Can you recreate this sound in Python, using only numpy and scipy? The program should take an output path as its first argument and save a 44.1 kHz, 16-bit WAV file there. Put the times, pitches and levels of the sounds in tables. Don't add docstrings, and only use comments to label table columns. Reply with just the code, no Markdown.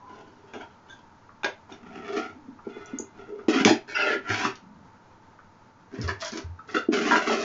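import sys
import numpy as np
from scipy import signal
from scipy.io import wavfile

SR = 44100
rng = np.random.default_rng(int(sys.argv[2]) if len(sys.argv) > 2 else 0)


def dump_mix(stems):
    frames = np.atleast_2d(stems).T
    limited = np.clip(frames, -1, 1)
    pcm = np.round(limited * 32767).astype(np.int16)
    wavfile.write(sys.argv[1], SR, pcm)


N = 328090
TIME = np.arange(N) / SR
RING_TIME = np.arange(SR // 3) / SR


def amp(db):
    return 10 ** (np.asarray(db) / 20)


def unit(x):
    return x / np.sqrt(np.mean(x ** 2) + 1e-20)


def read(points, hz):
    pitches, values = np.transpose(points)
    return np.interp(np.log(hz + 1), np.log(pitches + 1), values)


def add(mix, start_s, sound):
    part = mix[max(round(start_s * SR), 0):][:len(sound)]
    part += sound[:len(part)]


def colour(x, tone, size=4096):
    hz = abs(np.fft.fftfreq(size, 1 / SR))
    log_gain = np.log(amp(np.maximum(read(tone, hz), -100)))
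    response = np.exp(np.conj(signal.hilbert(log_gain)))
    taps = np.fft.ifft(response).real[:size // 2]
    return signal.oaconvolve(x, taps)[:len(x)]


def wander(length, turns_per_s):
    points = rng.standard_normal(4096)
    return unit(np.interp(np.arange(length) / SR * turns_per_s, np.arange(len(points)), points))


def ring(modes, rise_s):
    wave = sum(amp(db - 60 * RING_TIME / ring_s) * np.sin(2 * np.pi * (hz * RING_TIME + k / np.e))
               for k, (hz, db, ring_s) in enumerate(modes))
    wave = wave * (1 - np.exp(-(RING_TIME / rise_s) ** 2))
    return wave / abs(wave).max()


def strike(blows, modes, focus_db, rise_s, detune=0.038, spot_db=3):
    out = np.zeros(N)
    hz, mode_db, ring_s = np.transpose(modes)
    for start, db, favoured_hz in blows:
        grip, spot = rng.standard_normal((2, len(modes)))
        weight_db = mode_db + spot_db * spot - abs(focus_db * np.log2(hz / favoured_hz))
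        add(out, start, amp(db) * ring(zip(hz * (1 + detune * grip), weight_db, ring_s), rise_s))
    return out


def envelope(t, start, swell, hold, fade_db_per_s):
    age = t - start
    rising = np.clip(age / max(swell, 1 / SR), 0, 1) ** 2
    return rising * amp(-fade_db_per_s * np.maximum(age - swell - hold, 0))


def span(rows, fade_db_per_s):
    start, swell, hold = np.transpose(rows)[:3]
    end = max(start + swell + hold) + 60 / fade_db_per_s
    return TIME[max(round(min(start) * SR), 0):round(end * SR)]


def table_echo(x):
    t = np.arange(len(x)) / SR
    delay_s = .0014 * (1 + .12 * wander(len(x), 11))
    return x + .6 * np.interp(t - delay_s, t, x)


def bend(x, flex):
    t = np.arange(len(x)) / SR
    shift_s = np.cumsum(flex * wander(len(x), 14)) / SR
    return np.interp(t + shift_s, t, x, period=len(x) / SR)


# pitch in Hz, strength in dB.
HISS_TONE = [(2000, -19), (3300, -1), (4300, -0.5), (5500, -0.5), (6800, -4), (8000, -4.5)]
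BOOM_TONE = [(90, -50.5), (170, -19.5), (232, 5.5), (265, -4.5), (305, 4), (360, 4.5), (412, 8.5),
             (470, -9.5), (540, -14.5), (900, -53)]
def rub(rows, tone, fade_db_per_s, slips_per_s, spread_db, smooth, clump_db, flex=0,
        judder=0, judder_hz=200, hiss_tone=HISS_TONE, boom_db_per_s=0, boom_db_per_octave=0):
    t = span(rows, fade_db_per_s)
    slipping = rng.random(len(t)) < slips_per_s / SR
    size = amp(spread_db * np.minimum(rng.exponential(1, len(t)), 3))
    noise = rng.standard_normal(len(t))
    drive = unit(unit(slipping * np.sign(noise) * size) + smooth * noise)
    cycles = np.cumsum(judder_hz * (1 + 0.245 * wander(len(t), 70))) / SR
    pulses = np.exp(judder * np.cos(2 * np.pi * cycles))
    clumps = amp(clump_db * wander(len(t), 79.45))
    drive = table_echo(drive * pulses * clumps)
    power = np.zeros((3, len(t)))
    for start, swell, hold, level_db, boom_db, hiss_db in rows:
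        scrape = amp(level_db) * envelope(t, start, swell, hold, fade_db_per_s)
        boom = scrape * amp(boom_db + boom_db_per_s * np.clip(t - start - swell, 0, hold))
        power += np.square([scrape, boom, scrape * amp(hiss_db)])
    boom_tone = [(hz, db + boom_db_per_octave * np.log2(hz / BOOM_TONE[0][0])) for hz, db in BOOM_TONE]
    voices = bend(colour(drive, tone), flex), colour(drive, boom_tone), colour(drive, hiss_tone)
    out = np.zeros(N)
    add(out, t[0], sum(unit(voice) * np.sqrt(p) for voice, p in zip(voices, power)))
    return out


def resonate(x, hz, width_hz):
    turn = np.exp(2j * np.pi * np.cumsum(hz) / SR)
    r = np.exp(-np.pi * width_hz / SR)
    return (turn * signal.lfilter([(1 - r) ** 2], [1, -2 * r, r * r], x / turn)).real


def sing(rows, notes, fade_db_per_s, sag_per_s=0):
    out = np.zeros(N)
    for row in rows:
        start, swell, hold, level_db, pitch = row
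        t = span([row], fade_db_per_s)
        noise = rng.standard_normal(len(t))
        glide = pitch * np.exp(-sag_per_s * (t - start))
        sound = unit(sum(amp(db) * unit(resonate(noise, hz * glide, width)) for hz, width, db in notes))
        add(out, t[0], sound * amp(level_db) * envelope(t, start, swell, hold, fade_db_per_s))
    return out


# pitch in Hz, strength in dB.
AIR_TONE = [(25, 0), (50, -53), (85, 4.5), (150, -2.5), (230, -0.5), (400, -7), (600, -8.5), (800, -8),
            (890, 2.5), (1080, -8.5), (1300, -6), (1900, -16), (3000, -24.5), (7000, -27)]
def air():
    return amp(-54) * unit(colour(rng.standard_normal(N), AIR_TONE)) * amp(.6 * wander(N, 21))


# pitch in Hz, seconds to fade by 60 dB.
ECHO_TIMES = [(150, 0.1), (400, 0.24), (1040, 0.2), (2760, 0.23), (7000, 0.17)]
def kitchen(x, echo_db):
    echoes, slot = np.zeros(SR // 2), 12
    at = np.arange(0, len(echoes) - slot, slot)
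    echoes[at + rng.integers(0, slot, len(at))] = rng.choice([-1, 1], len(at))
    hz, t, spectrum = signal.stft(echoes, SR, nperseg=256)
    fade = amp(-60 * t / read(ECHO_TIMES, hz)[:, None])
    tail = signal.istft(spectrum * fade, SR, nperseg=256)[1]
    out = x.copy()
    add(out, .004, amp(echo_db) * signal.fftconvolve(x, tail / np.linalg.norm(tail)))
    return out / np.hypot(1, amp(echo_db))


# start in seconds, level in dB, pitch in Hz.
THUDS = [(3.652, -28, 120.4), (4.292, -29, 105), (4.447, -41.5, 124.4), (5.983, -28, 120),
         (6.032, -24.5, 85.4), (6.103, -35, 99), (6.436, -30.5, 83), (6.487, -35.5, 89.3)]
def table_thuds():
    out = np.zeros(N)
    for start, db, hz in THUDS:
        add(out, start, amp(db) * ring([(hz, 0, .25), (hz * 1.6, -10, .12)], rise_s=.014))
    return out


# start, swell and hold in seconds, scrape level in dB, then boom and
# hiss in dB compared with the scrape. 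All the STROKES tables are laid out this way.
ARM_STROKES = [(5.895, 0.039, 0.11, -46, 4.5, -9.5), (6.02, 0.012, 0.013, -43.5, 3.5, 1),
               (6.068, 0.02, 0.0065, -28.5, -5, -10.5), (6.185, 0.027, 0.057, -42.5, -19.5, 7),
               (6.22, 0.0035, 0.044, -36, -19, -16), (6.315, 0.013, 0.068, -41.5, 7.5, 0),
               (6.66, 0.042, 0.056, -47.5, 1, -0.5), (6.74, 0.0056, 0.019, -28.5, 1, -5)]
# pitch in Hz, strength in dB.
TABLE_TONE = [(400, -34), (560, -7.5), (710, 6.5), (843, -23), (1050, 4), (1400, 0.5), (1850, 4),
              (2300, -4), (3400, -15.5), (4400, -63)]
def arm_brush():
    return rub(ARM_STROKES, TABLE_TONE, fade_db_per_s=480, slips_per_s=800, spread_db=3,
               smooth=.3, clump_db=2, flex=.04)


PAPER_STROKES = [(6.907, 0.024, 0.14, -30, 3, -5.5), (7.05, 0.027, 0.1, -25.5, -1, -6.5),
                 (7.2, 0.0077, 0.068, -32.5, -8, -6.5), (7.255, 0.021, 0.058, -27.5, 0.5, -5.5),
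                 (7.355, 0.013, 0.072, -34, 1.5, -1)]
PAPER_TONE = [(320, -40.5), (550, -8), (686, -0.5), (781, -11.5), (856, -15.5), (959, -33), (1030, 0.5),
              (1170, -4.5), (1360, -2.5), (1780, -7.5), (1930, -7), (2920, -10.5), (3400, -20), (4420, -68)]
def paper_packing():
    return rub(PAPER_STROKES, PAPER_TONE, fade_db_per_s=350, slips_per_s=950, spread_db=3.3,
               smooth=.22, clump_db=1.9, flex=.022)


# start in seconds, level in dB, favoured pitch in Hz.
BOX_BLOWS = [(0.552, -26.5, 404), (1.441, -24.5, 387), (1.713, -32, 395), (2.165, -22, 310),
             (2.482, -31, 237), (2.667, -20.5, 407), (2.764, -24.5, 415), (2.932, -23, 250),
             (2.995, -21.5, 407), (3.337, -33.5, 422), (3.482, -9, 320), (3.556, -14, 260),
             (3.608, -13, 234), (3.655, -6, 222), (3.707, -7, 314), (4.158, -23.5, 395),
             (4.297, -22.5, 390), (5.936, -29, 303), (5.987, -19.5, 224), (6.745, -20, 315),
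             (6.766, -22.5, 507), (6.8854, -11, 317)]
# pitch in Hz, level in dB, ring time in seconds.
BOX_MODES = [(190, -13, .08), (240, 1, .12), (290, -1, .07), (345, -7, .05), (412, -1, .11),
             (660, -16, .06), (1360, -17, .07)]
def box_knocks():
    out = amp(-4) * strike(BOX_BLOWS, BOX_MODES, focus_db=9, rise_s=.003, detune=.035)
    dent_ring_s = 0.048
    for start, db, hz in BOX_BLOWS:
        dent = ring([(hz, 0, dent_ring_s), (hz * 2.1, -13, dent_ring_s / 2)], rise_s=0.0037)
        add(out, start, amp(db) * dent)
    return colour(out, [(60, -19.5), (190, -1)])


# start, swell and hold in seconds, level in dB,
# and a number that multiplies the pitch.
WALL_SONG = [(1.79, 0.025, 0.19, -48, 0.55), (1.9, 0.036, 0.23, -48, 0.89),
             (2.32, 0.015, 0.19, -52.5, 0.63), (3.272, .012, 0.076, -39.5, 1.03),
             (4.61, 0.026, .19, -49.5, 0.48)]
# pitch in Hz, width in Hz, level in dB.
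WALL_NOTES = [(410, 75, 0)]
def wall_hum():
    return sing(WALL_SONG, WALL_NOTES, fade_db_per_s=199)


FOLD_BLOWS = [(7.1095, -7, 1650), (7.118, -7.5, 1000), (7.134, -9, 1350), (7.155, -11, 1500),
              (7.179, -17, 1300), (7.191, -17, 1500)]
FOLD_MODES = [(992, -0.5, .1), (1126, -5.5, .02), (1367, 1, 0.037), (1625, 1, 0.023), (1980, 1.5, 0.017)]
def fold_creaks():
    return strike(FOLD_BLOWS, FOLD_MODES, focus_db=9, rise_s=.0012, detune=.015, spot_db=1)


FLAP_BLOWS = [(6.5886, -44.5, 1380), (6.6884, -29.5, 1340), (6.746, -15, 1490), (6.7651, -10.5, 1450)]
FLAP_MODES = [(1357, 1, .028), (1480, -3, .025), (2000, -13, .03), (2607, -8, .025), (3544, -14, .03),
              (4530, -15, .025)]
def flap_slaps():
    return strike(FLAP_BLOWS, FLAP_MODES, focus_db=1.5, rise_s=0.0029, spot_db=1.5)


FLAP_STROKES = [(3.865, 0.026, 0.027, -39, -4, -3), (3.925, 0.052, 0.1634, -26.5, -16.5, -14)]
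FLAP_TONE = [(320, -38.5), (500, -27.5), (600, -3), (750, -11), (900, -4), (1020, -10.5), (1200, -23),
             (1340, 5.5), (1500, 0.5), (1750, 4.5), (1910, -15), (2020, 1), (2200, -6), (2750, -9.5),
             (3400, -12.5), (4420, -52)]
DULL_HISS_TONE = [(2000, -42), (3300, -3.5), (4000, 2), (4700, -1.5), (6200, -9), (7200, -8)]
SQUEAK_SONG = [(3.94, 0.013, 0.0082, -23.5, 1.02), (3.997, 0.0077, 0.02, -23, 1)]
SQUEAK_NOTES = [(1423, 100, 0), (1665, 140, -7), (2680, 220, -3), (4850, 100, -14), (5540, 150, -16)]
def flap_drag():
    drag = rub(FLAP_STROKES, FLAP_TONE, fade_db_per_s=689, slips_per_s=3200, spread_db=4,
               smooth=0.25, clump_db=1.0, judder=1.6, judder_hz=190,
               hiss_tone=DULL_HISS_TONE, boom_db_per_s=90.5, boom_db_per_octave=10)
    return drag + sing(SQUEAK_SONG, SQUEAK_NOTES, fade_db_per_s=651, sag_per_s=0.43)


SLIDE_STROKES = [(4.19, 0.093, .02, -40, -2.5, -12), (4.268, 0.033, 0.15, -30, -8, -4.5),
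                 (4.449, 0.0011, 0.014, -29.5, 1, -5)]
SLIDE_TONE = [(400, -38.5), (560, -17), (700, 0.5), (850, -10.5), (1020, 2.5), (1180, -5.5), (1400, 3),
              (1700, -1.5), (2100, -2.5), (2550, -3), (3400, -12.5), (4400, -62)]
RASP_SONG = [(3.878, .012, 0.06, -42.5, 1.3), (4.05, 0.021, 0.07, -28.5, 1.03),
             (4.225, 0.044, 0.038, -35.5, 1)]
RASP_NOTES = [(1383, 100, 1.5), (1737, 22, 0), (1942, 69, -1)]
def flap_slide():
    slide = rub(SLIDE_STROKES, SLIDE_TONE, fade_db_per_s=420, slips_per_s=1000, spread_db=2.5,
                smooth=.25, clump_db=1.2, flex=.02)
    return slide + sing(RASP_SONG, RASP_NOTES, fade_db_per_s=647, sag_per_s=0.17)


# start in seconds, level in dB, centre pitch in Hz,
# and the drop on both sides of that pitch in dB per octave.
SNAPS = [(0.552, -39.5, 680, 22), (1.29, -45.5, 1190, 31), (1.434, -42, 910, 4), (1.445, -27.5, 1780, 5),
         (1.46, -26.5, 725, 9.5), (1.693, -45, 850, 24), (2.589, -45, 1140, 30), (3.391, -44, 1320, 37),
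         (3.483, -27.5, 650, 19), (3.658, -23.5, 1990, 8.5), (3.672, -21, 797, 19), (3.967, -32, 1710, 27),
         (4.302, -25.5, 1700, 25), (4.342, -28.5, 1900, 13), (4.451, -20.5, 1300, 22),
         (4.555, -46.5, 3500, 5), (5.388, -47, 1217, 28), (6.013, -38.5, 5200, 27), (6.077, -37, 5270, 23),
         (6.247, -36, 5680, 28), (6.279, -37.5, 5680, 24), (6.319, -40, 5160, 16), (6.374, -35.5, 5350, -2),
         (6.589, -38.5, 1288, 57), (6.747, -44, 1420, 11), (6.93, -30.5, 1480, 31),
         (6.934, -34.5, 3330, 32), (7.282, -57, 2800, 6), (7.297, -24.5, 810, 16)]
def snaps():
    out, bands = np.zeros(N), np.geomspace(60, 8000, 60)
    shared_db = read([(60, -14.0), (250, 6), (7000, -3.5), (8000, -37.5)], bands)
    for start, db, hz, drop_db in SNAPS:
        splinters = 0.5 * rng.standard_normal(len(RING_TIME)) * amp(-60 * RING_TIME / 0.036)
        splinters[0] = 1
        shape_db = shared_db - abs(drop_db * np.log2(bands / hz))
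        crack = colour(splinters, np.column_stack([bands, shape_db]))
        add(out, start, amp(db) * crack / np.linalg.norm(crack) * np.sqrt(.01 * SR))
    return out


TICK_BLOWS = [(0.5362, -30, 2400), (1.4335, -20, 1700), (1.4443, -14, 1800), (1.7225, -33, 3600)]
SCISSOR_MODES = [(845, -3, .03), (1520, 0, .02), (1640, -9, .07), (2450, -7, .025), (2750, -13, .04),
                 (3550, -6, .028), (5600, -18, .07), (6500, -6, .014)]
def scissor_ticks():
    return strike(TICK_BLOWS, SCISSOR_MODES, focus_db=8, rise_s=0.0004, detune=0.02, spot_db=1.5)


SNIP_BLOWS = [(2.8589, -37.5, 6300), (2.9867, -19, 6300), (3.003, -24.5, 6300)]
BLADE_MODES = [(4900, -16.5, 0.021), (5940, -3, 0.021), (6640, 9, 0.011), (7010, -10, 0.02),
               (7220, 4, 0.014)]
def scissor_snips():
    clicks = strike(SNIP_BLOWS, BLADE_MODES, focus_db=2, rise_s=0.0003, spot_db=2)
    t = RING_TIME[:SR // 20]
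    bounces = rng.standard_normal(len(t)) * np.exp(-t / 0.003)
    return clicks + 0.6 * signal.oaconvolve(clicks, bounces / np.linalg.norm(bounces))[:N]


TIP_STROKES = [(.01, 0.12, 0.042, -49, 4.5, -9.5), (.26, 0.0089, 0.16, -63, 9.5, -4),
               (.43, 0.15, 0.013, -42, -2, -15), (.82, 0.079, 0.02, -54, -2, -4)]
TIP_TONE = [(400, -45), (650, -8), (829, -17), (930, -3.5), (1040, -9), (1180, -23), (1400, -7),
            (1900, -20), (3300, -22), (4400, -72)]
TIP_SONG = [(0.0013, .005, 0.15, -49, 0.96)]
TIP_NOTES = [(1055, 53, 0), (856, 35, -8)]
SCRATCH_SONG = [(.548, 0.0093, 0.025, -54, 0.97), (.893, 0.0055, 0.016, -46.5, 0.98)]
SCRATCH_NOTES = [(1620, 80, 3), (3570, 280, -2), (6520, 610, -8)]
def blade_tip():
    scrape = rub(TIP_STROKES, TIP_TONE, fade_db_per_s=171, slips_per_s=1900, spread_db=4.0,
                 smooth=0.84, clump_db=5.5)
    scratch = sing(SCRATCH_SONG, SCRATCH_NOTES, fade_db_per_s=400)
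    return scrape + scratch + sing(TIP_SONG, TIP_NOTES, fade_db_per_s=116)


SLIT_STROKES = [(1.68, 0.024, 0.027, -47.5, 2.5, -8), (1.7, 0.35, 0.2, -40, -3, -15.5),
                (2.05, 0.12, 0.011, -32, -1, -10), (2.62, 0.038, 0.32, -53.5, 0.5, -11.5),
                (3.13, 0.04, 0.062, -51.5, 2.5, -15), (3.25, 0.028, 0.46, -59, 7, -14)]
TAPE_TONE = [(320, -60.5), (550, -55.5), (641, 1.5), (718, 5), (775, -3.5), (917, -13), (997, -19.5),
             (1360, 8.5), (1570, -15.5), (1810, -2), (2090, -7), (2300, -6.5), (2510, -9), (3200, -14.5),
             (3400, -11), (4420, -75.5)]
BLADE_SONG = [(2.65, 0.089, 0.21, -53.5, 1)]
BLADE_NOTES = [(1450, 35, 0), (2060, 60, -4), (2470, 70, -10), (2820, 60, -12), (3440, 45, -12),
               (4060, 45, -16)]
def tape_slit():
    slit = rub(SLIT_STROKES, TAPE_TONE, fade_db_per_s=210, slips_per_s=700, spread_db=3.5,
               smooth=.2, clump_db=2.5, flex=.012)
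    return slit + sing(BLADE_SONG, BLADE_NOTES, fade_db_per_s=96)


PULL_STROKES = [(3.481, .003, .02, -30.5, -1, -0.5), (3.5, 0.034, 0.077, -28, -1, -6)]
RIP_STROKES = [(3.651, .006, 0.04, -21.5, -1, -1.5)]
RIP_TONE = [(320, -24.5), (550, 3), (650, 3.5), (850, 4.5), (1030, -9.5), (1350, -0.5), (1670, 2),
            (1950, 4.5), (2510, -3.5), (3400, -16.5), (4420, -63.5)]
def tape_rip():
    pull = rub(PULL_STROKES, SLIDE_TONE, fade_db_per_s=603.5, slips_per_s=2200, spread_db=1.0,
               smooth=0.25, clump_db=-0.5)
    rip = rub(RIP_STROKES, RIP_TONE, fade_db_per_s=450, slips_per_s=2200, spread_db=4,
              smooth=.5, clump_db=1.2)
    return pull + rip


BURST_BLOWS = [(3.6494, .5, 2400), (3.6508, -6, 5000)]
TAPE_MODES = [(1250, -8, .012), (2400, 0, .01), (3300, -6, .008), (5100, -7, .009), (6500, -6, .012)]
def tape_burst():
    return strike(BURST_BLOWS, TAPE_MODES, focus_db=2, rise_s=.0001, detune=.02, spot_db=1)


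def scene():
    cutting = blade_tip() + tape_slit() + tape_rip() + wall_hum()
    opening = flap_drag() + flap_slide() + arm_brush() + paper_packing()
    roomy = cutting + opening + flap_slaps() + snaps()
    near = box_knocks() + table_thuds() + tape_burst() + fold_creaks() + scissor_ticks() + scissor_snips()
    return (kitchen(roomy, echo_db=-2) + kitchen(near, echo_db=-4.5) + air())[None]


# pitch in Hz, gain in dB.
MICROPHONE_TONE = [(20, 0.5), (6700, -0.5), (7200, -7.5), (7600, -20), (8000, -37.5)]
def record(dry):
    heard = colour(np.clip(dry[0], -.95, .95), MICROPHONE_TONE)
    treble_cut = signal.firwin(255, 8290, window="blackman", fs=SR)
    return signal.oaconvolve(heard, treble_cut, "same")[None]


dry = scene()
out = record(dry)
dump_mix(out)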